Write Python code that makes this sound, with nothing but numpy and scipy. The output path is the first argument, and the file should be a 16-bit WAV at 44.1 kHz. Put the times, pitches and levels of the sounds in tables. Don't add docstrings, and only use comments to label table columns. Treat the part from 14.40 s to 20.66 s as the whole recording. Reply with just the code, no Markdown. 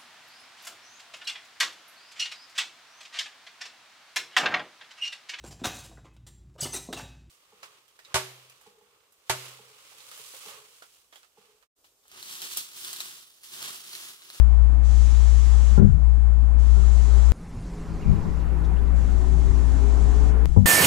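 import sys
import numpy as np
from scipy import signal
from scipy.io import wavfile
from scipy.ndimage import uniform_filter1d

SR = 44100
rng = np.random.default_rng(int(sys.argv[2]) if len(sys.argv) > 2 else 0)


def digitize_waveform(pressure):
    field = np.atleast_2d(pressure).T
    bounded = np.clip(field, -1, 1)
    quanta = np.round(bounded * 32767).astype(np.int16)
    wavfile.write(sys.argv[1], SR, quanta)


def volts(x):
    e = np.asarray(x, float) / 20
    return 10 ** e


N = 276001
T = np.arange(N) / SR

CUTS = [2.91993, 6.05719]
SHOT = np.searchsorted(CUTS, T)

# cloth lands and lifts in seconds, hiss and table ring in dB, pressure build in seconds.
STROKES = [
    (0.417, 1.414, -48.5, -63.5, 0.073),
    (1.406, 1.57, -65, -69, .02),
    (2.166, 2.939, -48.5, -53, 0.26),
    (2.983, 4.057, -60, -51.5, 0.25),
    (4.035, 4.553, -80, -51.5, 0.042),
    (4.534, 5.939, -49.5, -47.5, 1),
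    (5.905, 6.06, -66, -68, .02),
    (6.033, 6.26, -60.5, -69, 0.016),
]
# frequency in Hz, level in dB per Hz.
RAG_COLOUR = [(710, -17.5), (1200, 1), (1590, -12.5), (1750, -3), (2540, -6.5), (3350, -6), (5150, -6),
              (6170, -3.5), (7090, -1.5), (9990, -10.5), (11400, -19.5), (13300, -16.5), (15500, -45.5)]
# frequency in Hz, level in dB per Hz.
EDGE_COLOUR = [(1060, -35), (1800, -1), (1880, -9), (1930, -1), (2040, 0), (3350, -9), (4160, -5),
               (7400, -6.5), (8790, -20), (13400, -46), (15500, -44)]
# frequency in Hz, left-right likeness from 0 to 1.
RAG_SAME = [(1500, 0.086), (2500, 0.18), (3600, 0.9), (5200, 0.14), (6800, 0.033), (15000, .1)]
# start and length in seconds, pitch and width in Hz, level in dB.
SCUFFS = [
    (1.376, 0.043, 890, 900, -46),
    (4.233, .03, 3570, 700, -57.5),
    (4.233, 0.038, 5760, 2500, -61),
    (4.47, .02, 4000, 800, -63),
]

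# start in seconds, strength in dB, rise and push length in seconds,
# brightness in dB an octave.
KNOCKS = [(1.295, -34, 0.01, 0.0062, 3), (1.375, -18, .001, 0.002, 6.5), (1.383, -10.5, 0.0038, 0.013, 1.5),
          (1.44, -17.5, 0.0057, 0.0023, -2), (1.485, -25, 0.0072, 0.011, -3),
          (1.56, -33.5, 0.0088, 0.0045, -5.5), (2.34, -25, .01, 0.062, 9.5),
          (3.165, -23.5, 0.0035, 0.0018, -5.5), (3.47, -23.5, 0.015, 0.015, 4.5),
          (3.63, -20, 0.014, 0.021, -3), (3.665, -14, 0.026, 0.0066, -2), (3.72, -25.5, 0.013, 0.0036, 2),
          (3.85, -22, 0.0035, 0.0047, 4), (5.03, -33.5, 0.014, 0.043, -10.5),
          (1.413, -13, 0.0026, 0.0033, 1.5)]
# start in seconds, strength in dB, rise and push length in seconds,
# brightness in dB an octave.
SLAPS = [
    (6.162, -10.5, 0.0012, 0.0026, 4.5),
    (6.168, -12, 0.0039, 0.003, -8),
]
# pitch and width in Hz, left and right level in dB.
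TABLE_MODES = [(37.1, 11, 5.5, -17), (90.7, 5.6, 5.5, -17.5), (120, 5.2, -6, -15), (143.5, 7.2, 4.5, -38),
               (160, 8.9, 2, -33), (203.7, 10.6, 5, -32.5), (234.6, 13, -8.5, -16), (302.4, 28, -13, -28),
               (387.6, 12.8, -8.5, -33), (449.6, 23, -13, -24.5), (560, 34, -21.5, -21),
               (837, 38, -20.5, -29), (1001, 40, -41, -31.5), (1030, 40, -37, -40), (1390, 26, -46, -33),
               (1600, 80, -41, -40)]
# pitch and width in Hz, left and right level in dB.
MIDDLE_MODES = [(94.2, 10.8, 3, -30), (151.3, 4.6, -9.5, -28), (193, 6.9, 0.5, -33), (235.7, 7.3, -7, -29),
                (358, 33, -8, -21), (453, 19, -13.5, -20), (537, 16, -22, -31), (657, 23, -41, -33),
                (726, 29, -28, -30), (818, 16, -23.5, -25.5), (970, 19, -29, -28.5), (1140, 30, -40, -48),
                (1290, 25, -47, -42)]

# moment in seconds, phase then in turns.
HUM_PHASE = [(2.91993, -.365), (6.05719, -.38), (6.05719, -.27)]
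HUM_DB = [-10.5, -11, -13.5]
# centre in seconds, hum change in dB, half width in seconds.
HUM_ROCKS = [
    (1.41, -3, 0.037),
    (1.485, -23, 0.046),
    (1.59, -7.5, 0.036),
    (1.85, -1.5, 0.34),
    (3.6, -4, 0.047),
    (3.7, 12, 0.051),
    (3.835, -22, 0.049),
    (6.09, -12, 0.027),
    (6.2, -13.5, 0.076),
]

# start and end in seconds, firing rate at start and end in Hz, level in dB.
GEARS = [
    (3.2, 4.03, 101.5, 110, -53),
    (4.65, 6.2, 121.5, 148.1, -46),
]
# multiple of the firing rate, level in dB.
GEAR_ORDERS = [
    [(2, -4), (3, 0.5), (4, -.5)],
    [(2, .5), (3, -.5)],
]
GEAR_BEND = [.72, 1.08]
# time in seconds, pitch in Hz, level in dB.
FAN = [(0, 157.6, -57), (2.899, 151, -66), (3, 171.2, -47), (4, 159.5, -37), (4.8, 170.2, -39.5),
       (5.499, 160, -44), (6.26, 160, -37.5)]

# time in seconds, tyre roar in dB.
TRAFFIC = [
    [(0, -51.5), (1.27, -49), (1.39, -49), (1.52, -54), (1.9, -53), (2.54, -49.5), (2.92, -46)],
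    [(2.92, -60), (3.24, -56), (3.74, -48), (5.2, -47), (5.54, -45.5), (6.06, -45)],
    [(6.06, -56), (6.26, -63)],
]
# frequency in Hz, level in dB per Hz.
ROAR_COLOUR = [(260, -71.5), (450, -8.5), (573, -6.5), (603, -9), (791, -2.5), (866, -8.5), (958, -5),
               (1270, -11), (1550, -13), (2230, -20), (5000, -39.5), (6500, -77), (11000, -120)]
# frequency in Hz, level in dB per Hz.
LOW_COLOUR = [(20, 1), (45, 9), (90, -3), (160, -8), (250, -6.5), (400, -15.5), (600, -24), (900, -52)]
# frequency in Hz, level in dB per Hz.
SHAKE_COLOUR = [(15, 12.5), (30, 16), (47, -32.5), (70, -0.5), (92, 3.5), (120, 0.5), (160, -4), (220, -13),
                (400, -24), (700, -65)]
# frequency in Hz, left-right likeness from 0 to 1.
YARD_SAME = [(60, 1), (290, 0.95), (640, 0.35), (1100, 0.043), (1600, 0.098), (5000, .1)]
LOW_DB = [-49.5, -44.5, -47]
SHAKE_DB = [-42, -38.5, -42.5]
# centre in seconds, shake change in dB, half width in seconds.
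JOLTS = [
    (1.35, -2, 0.4),
    (2.54, 4.5, 0.32),
    (3.08, 12, 0.34),
    (3.86, 2.5, 0.22),
    (4.21, 2.5, 0.15),
    (4.85, 3, 0.81),
    (5.54, -3, 0.15),
    (6.095, 16.5, .045),
]
# start and length in seconds, start and end pitch in Hz, level in dB.
CHIRPS = [
    (3.595, .025, 2250, 2850, -59),
    (3.61, .04, 2880, 2720, -56),
    (3.602, .02, 2150, 2150, -58),
    (3.628, .024, 2450, 2400, -52),
    (3.642, .02, 2350, 2200, -59),
    (3.655, .022, 2300, 2600, -59),
    (3.67, .055, 2480, 2050, -58),
    (4.345, .035, 2300, 2850, -63),
    (4.363, .02, 2850, 2800, -57),
    (4.375, .03, 2900, 3700, -62),
]

# frequency in Hz, level in dB per Hz.
MIC_HISS = [(1180, -30), (2000, -19.5), (2230, -30.5), (2970, -12), (4530, -8.5), (9510, 2.5), (12300, -10),
            (13300, -30.5), (15000, -18)]
# frequency in Hz, level against the right in dB.
LEFT_PORT = [(5500, 0.5), (6500, 2), (7500, 0), (8500, -4.5), (9500, -8), (10500, 0.5), (12000, -1.5),
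             (14000, -1)]
# frequency in Hz, phase against the right in radians.
LEFT_LAG = [(90, -0.17), (300, -0.9), (750, -0.82), (1500, -1.04), (2500, -0.84), (3700, 0.57), (6800, 0.8),
            (9000, 0.73)]
# frequency in Hz, share dropped from 0 to 1.
SPARSE_TOP = [(9000, 0), (10000, .06), (11000, .22), (12000, .38), (13500, .55), (14300, .75), (15000, .93),
              (15400, 1)]
# frequency in Hz, level in dB.
FAINTEST = [(9000, -160), (11000, -125), (12500, -108), (13000, -101), (14500, -99), (15300, -81)]


def rag():
    rub, ring = strokes()
    flat = noise(RAG_COLOUR, RAG_SAME, patchy_db=1.0, size=512)
    edge = noise(EDGE_COLOUR, RAG_SAME, patchy_db=2.0, size=512) * volts(-1.0)
    on_edge = (T > CUTS[0]) & (T < 4.15)
    hiss = np.where(on_edge, edge, flat) * rub * volts(np.array([[3.5], [3.7]]))
    top = resonate(rng.standard_normal(N), hz=396.6, width=17)
    top = evened(resonate(top, hz=406, width=56))
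    return hiss + top * ring * volts(np.array([[8.], [-6.]]))


def strokes():
    land_s, lift_s = 0.034, 0.043
    light_db, tire_db, tire_s = -9.5, -2.5, 0.16
    hiss, ring = volts(-68) ** 2, volts(-76) ** 2
    for start, end, hiss_db, ring_db, build_s in STROKES:
        touch = np.clip((T - start) / land_s, 0, 1) * np.clip((end - T) / lift_s, 0, 1)
        press_db = light_db * np.exp(-abs(T - start) / build_s)
        press_db += tire_db * np.exp(-abs(end - T) / tire_s)
        hiss = hiss + (touch * volts(hiss_db + press_db)) ** 2
        ring = ring + (touch * volts(ring_db + press_db)) ** 2
    return np.sqrt(hiss), np.sqrt(ring)


def scuffs():
    return whistles([(s, length, hz, hz, width, db) for s, length, hz, width, db in SCUFFS])


def knocks(events, modes):
    out, t = np.zeros((2, N + SR)), T[:SR // 2]
    chance = rng.uniform(-0.72, 1, (len(events), len(modes), 3))
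    lag = np.array([[0], [2.4]])
    for (s, db, rise, last, tilt_db), rows in zip(events, chance):
        start = round(s * SR)
        push = np.sin(np.pi / 2 * np.minimum(t / rise, 1)) ** 2
        push *= np.exp(-np.maximum(t - rise, 0) / last)
        push /= push.sum()
        for (hz, width, left_db, right_db), (turn, detune, spread) in zip(modes, rows):
            swell = signal.lfilter([1], [1, -np.exp(-np.pi * width / SR)], push)
            mode = swell * np.cos(2 * np.pi * hz * (1 + 0.014 * detune) * t + np.pi * turn + lag)
            level_db = db + np.array([[left_db], [right_db]])
            level_db = level_db + tilt_db * np.log2(hz / 200) + 2.7 * spread
            out[:, start:start + len(t)] += volts(level_db) * mode
    return out[:, :N]


def hum():
    pitch_hz, wobble_db, wobble_s = 59.18, .9, .06
    slack_db = -17.5 * (SHOT == 1) * np.exp(-np.maximum(T - 3.41, 0) / 0.59)
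    level_db = np.take(HUM_DB, SHOT) + slack_db + bumps(HUM_ROCKS)
    span = round(wobble_s * SR)
    wobble = uniform_filter1d(uniform_filter1d(rng.standard_normal(N), span), span)
    level_db = level_db + wobble_db * evened(wobble)
    s, turns = np.transpose(HUM_PHASE)[:, SHOT]
    tone = np.sqrt(2) * volts(level_db) * np.cos(2 * np.pi * (pitch_hz * (T - s) + turns))
    return tone * volts(np.array([[0], [-36]]))


def vehicle():
    fade_s, grows_db = .16, 4
    out = np.zeros(N)
    for (start, end, hz0, hz1, db), bend, orders in zip(GEARS, GEAR_BEND, GEAR_ORDERS):
        u = np.clip((T - start) / (end - start), 0, 1)
        hz = hz0 + (hz1 - hz0) * u ** bend
        fade = np.clip(np.minimum(T - start, end - T) / fade_s, 0, 1)
        on = volts(db + grows_db * (u - .5)) * fade * (SHOT == 1)
        for k, order_db in orders:
            line = np.sqrt(2) * np.cos(2 * np.pi * k * np.cumsum(hz) / SR)
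            blur = evened(resonate(rng.standard_normal(N), k * hz, width=1.0))
            out += on * volts(order_db) * (1.2 * line + .4 * blur)
    return out * volts(np.array([[1.5], [-.7]]))


def fan():
    s, hz, db = np.transpose(FAN)
    drone = evened(resonate(rng.standard_normal(N), np.interp(T, s, hz), width=4.4))
    return volts(np.interp(T, s, db)) * drone * volts(np.array([[1.5], [-.7]]))


def chirps():
    return whistles([(s, length, hz0, hz1, 180, db) for s, length, hz0, hz1, db in CHIRPS])


def yard():
    curves = [np.interp(T, *np.transpose(rows)) for rows in TRAFFIC]
    roar_db = np.choose(SHOT, curves)
    low_db = np.take(LOW_DB, SHOT) + 0.72 * (roar_db + 49.5)
    shake_db = np.take(SHAKE_DB, SHOT) + bumps(JOLTS)
    roar = noise(ROAR_COLOUR, YARD_SAME, patchy_db=1.5, size=1024) * volts(roar_db + np.array([[4.5], [3.5]]))
    low = noise(LOW_COLOUR, YARD_SAME, patchy_db=0.5, size=4096) * volts(low_db + np.array([[13.], [12.]]))
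    shake = noise(SHAKE_COLOUR, YARD_SAME, patchy_db=-0.5, size=4096)[0]
    return roar + low + shake * volts(shake_db + np.array([[11.], [-20.]]))


def microphone_hiss():
    return noise(MIC_HISS, [(100, .03), (9000, .03)], patchy_db=-3.5, size=512) * volts(-70 + 2.0)


def whistles(rows):
    out = np.zeros(N)
    for s, length, hz0, hz1, width, db in rows:
        n = round(length * SR)
        hz = np.linspace(hz0, hz1, n)
        air = resonate(resonate(rng.standard_normal(n), hz, width), hz, width)
        out[round(s * SR):][:n] += volts(db + 2.0) * evened(air) * np.hanning(n)
    return out


def noise(colour, same, patchy_db, size):
    hz = np.fft.rfftfreq(size, 1 / SR)
    a, b, c, d, patches = rng.standard_normal((4 * N // size + 6, len(hz), 5)).T
    patches = uniform_filter1d(uniform_filter1d(patches, size=9, axis=0), size=9, axis=1)
    like = np.clip(read(same, hz), -1, 1)[:, None]
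    shared, own = a + 1j * b, c + 1j * d
    port = volts(read(LEFT_PORT, hz)) * np.exp(1j * read(LEFT_LAG, hz))
    z = np.array([shared * port[:, None], like * shared + np.sqrt(1 - like ** 2) * own])
    z *= volts(read(colour, hz)[:, None] + patchy_db * evened(patches))
    return evened(signal.istft(z, nperseg=size, noverlap=3 * size // 4)[1][:, :N])


def resonate(x, hz, width):
    turn = np.exp(2j * np.pi * np.cumsum(hz * np.ones(len(x))) / SR)
    r = np.exp(-np.pi * width / SR)
    return 2 * (turn * signal.lfilter([1 - r], [1, -r], x / turn)).real


def bumps(rows):
    total = np.zeros(N)
    for s, db, half in rows:
        total += db * np.maximum(1 - abs(T - s) / half, 0) * (SHOT == np.searchsorted(CUTS, s))
    return total


def read(points, hz):
    f, value = np.transpose(points)
    return np.interp(np.log(hz + 1), np.log(f + 1), value)


def evened(x):
    return x / np.sqrt(np.mean(x ** 2) + 1e-20)


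def scene():
    table = rag() + scuffs() + knocks(KNOCKS, TABLE_MODES) + knocks(SLAPS, MIDDLE_MODES)
    return table + hum() + vehicle() + fan() + chirps() + yard()


def fade_left_back(left, right):
    since = np.maximum(T - 3.41, 0)
    share = np.where(SHOT == 1, np.maximum(since / (since + .19), .006), 1)
    return np.array([share * left + (1 - share) * right, right])


def thin_treble(heard):
    hz, t, z = signal.stft(heard, SR, nperseg=2048, noverlap=1024, window="cosine")
    power = uniform_filter1d(abs(z) ** 2, size=8, axis=1)
    luck = rng.random((len(t), len(hz) // 8 + 1))
    luck = np.repeat(luck, 8, axis=1)[:, :len(hz)].T
    busy_db = 10 * np.log10(power[:, 230:420].mean((0, 1)) + 1e-20)
    busy = np.clip(.5 + (busy_db - np.median(busy_db)) / 8, .25, 1)
    lucky = luck > read(SPARSE_TOP, hz)[:, None] ** (1 / busy)
    loud_enough = power > volts(2 * read(FAINTEST, hz))[:, None]
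    click = power[:, 720:760].mean(1, keepdims=True) > volts(-184)
    kept = (lucky & loud_enough) | click
    return signal.istft(z * kept, SR, nperseg=2048, noverlap=1024, window="cosine")[1][:, :N]


def top_cut(x):
    return signal.sosfilt(signal.butter(12, 15690, fs=SR, output="sos"), x)


def record(dry):
    left, right = dry + microphone_hiss()
    heard = fade_left_back(left, right)
    heard /= (1 + (heard / .92) ** 6) ** (1 / 6)
    finished = thin_treble(heard)
    return top_cut(finished)


dry = scene()
out = record(dry)
digitize_waveform(out)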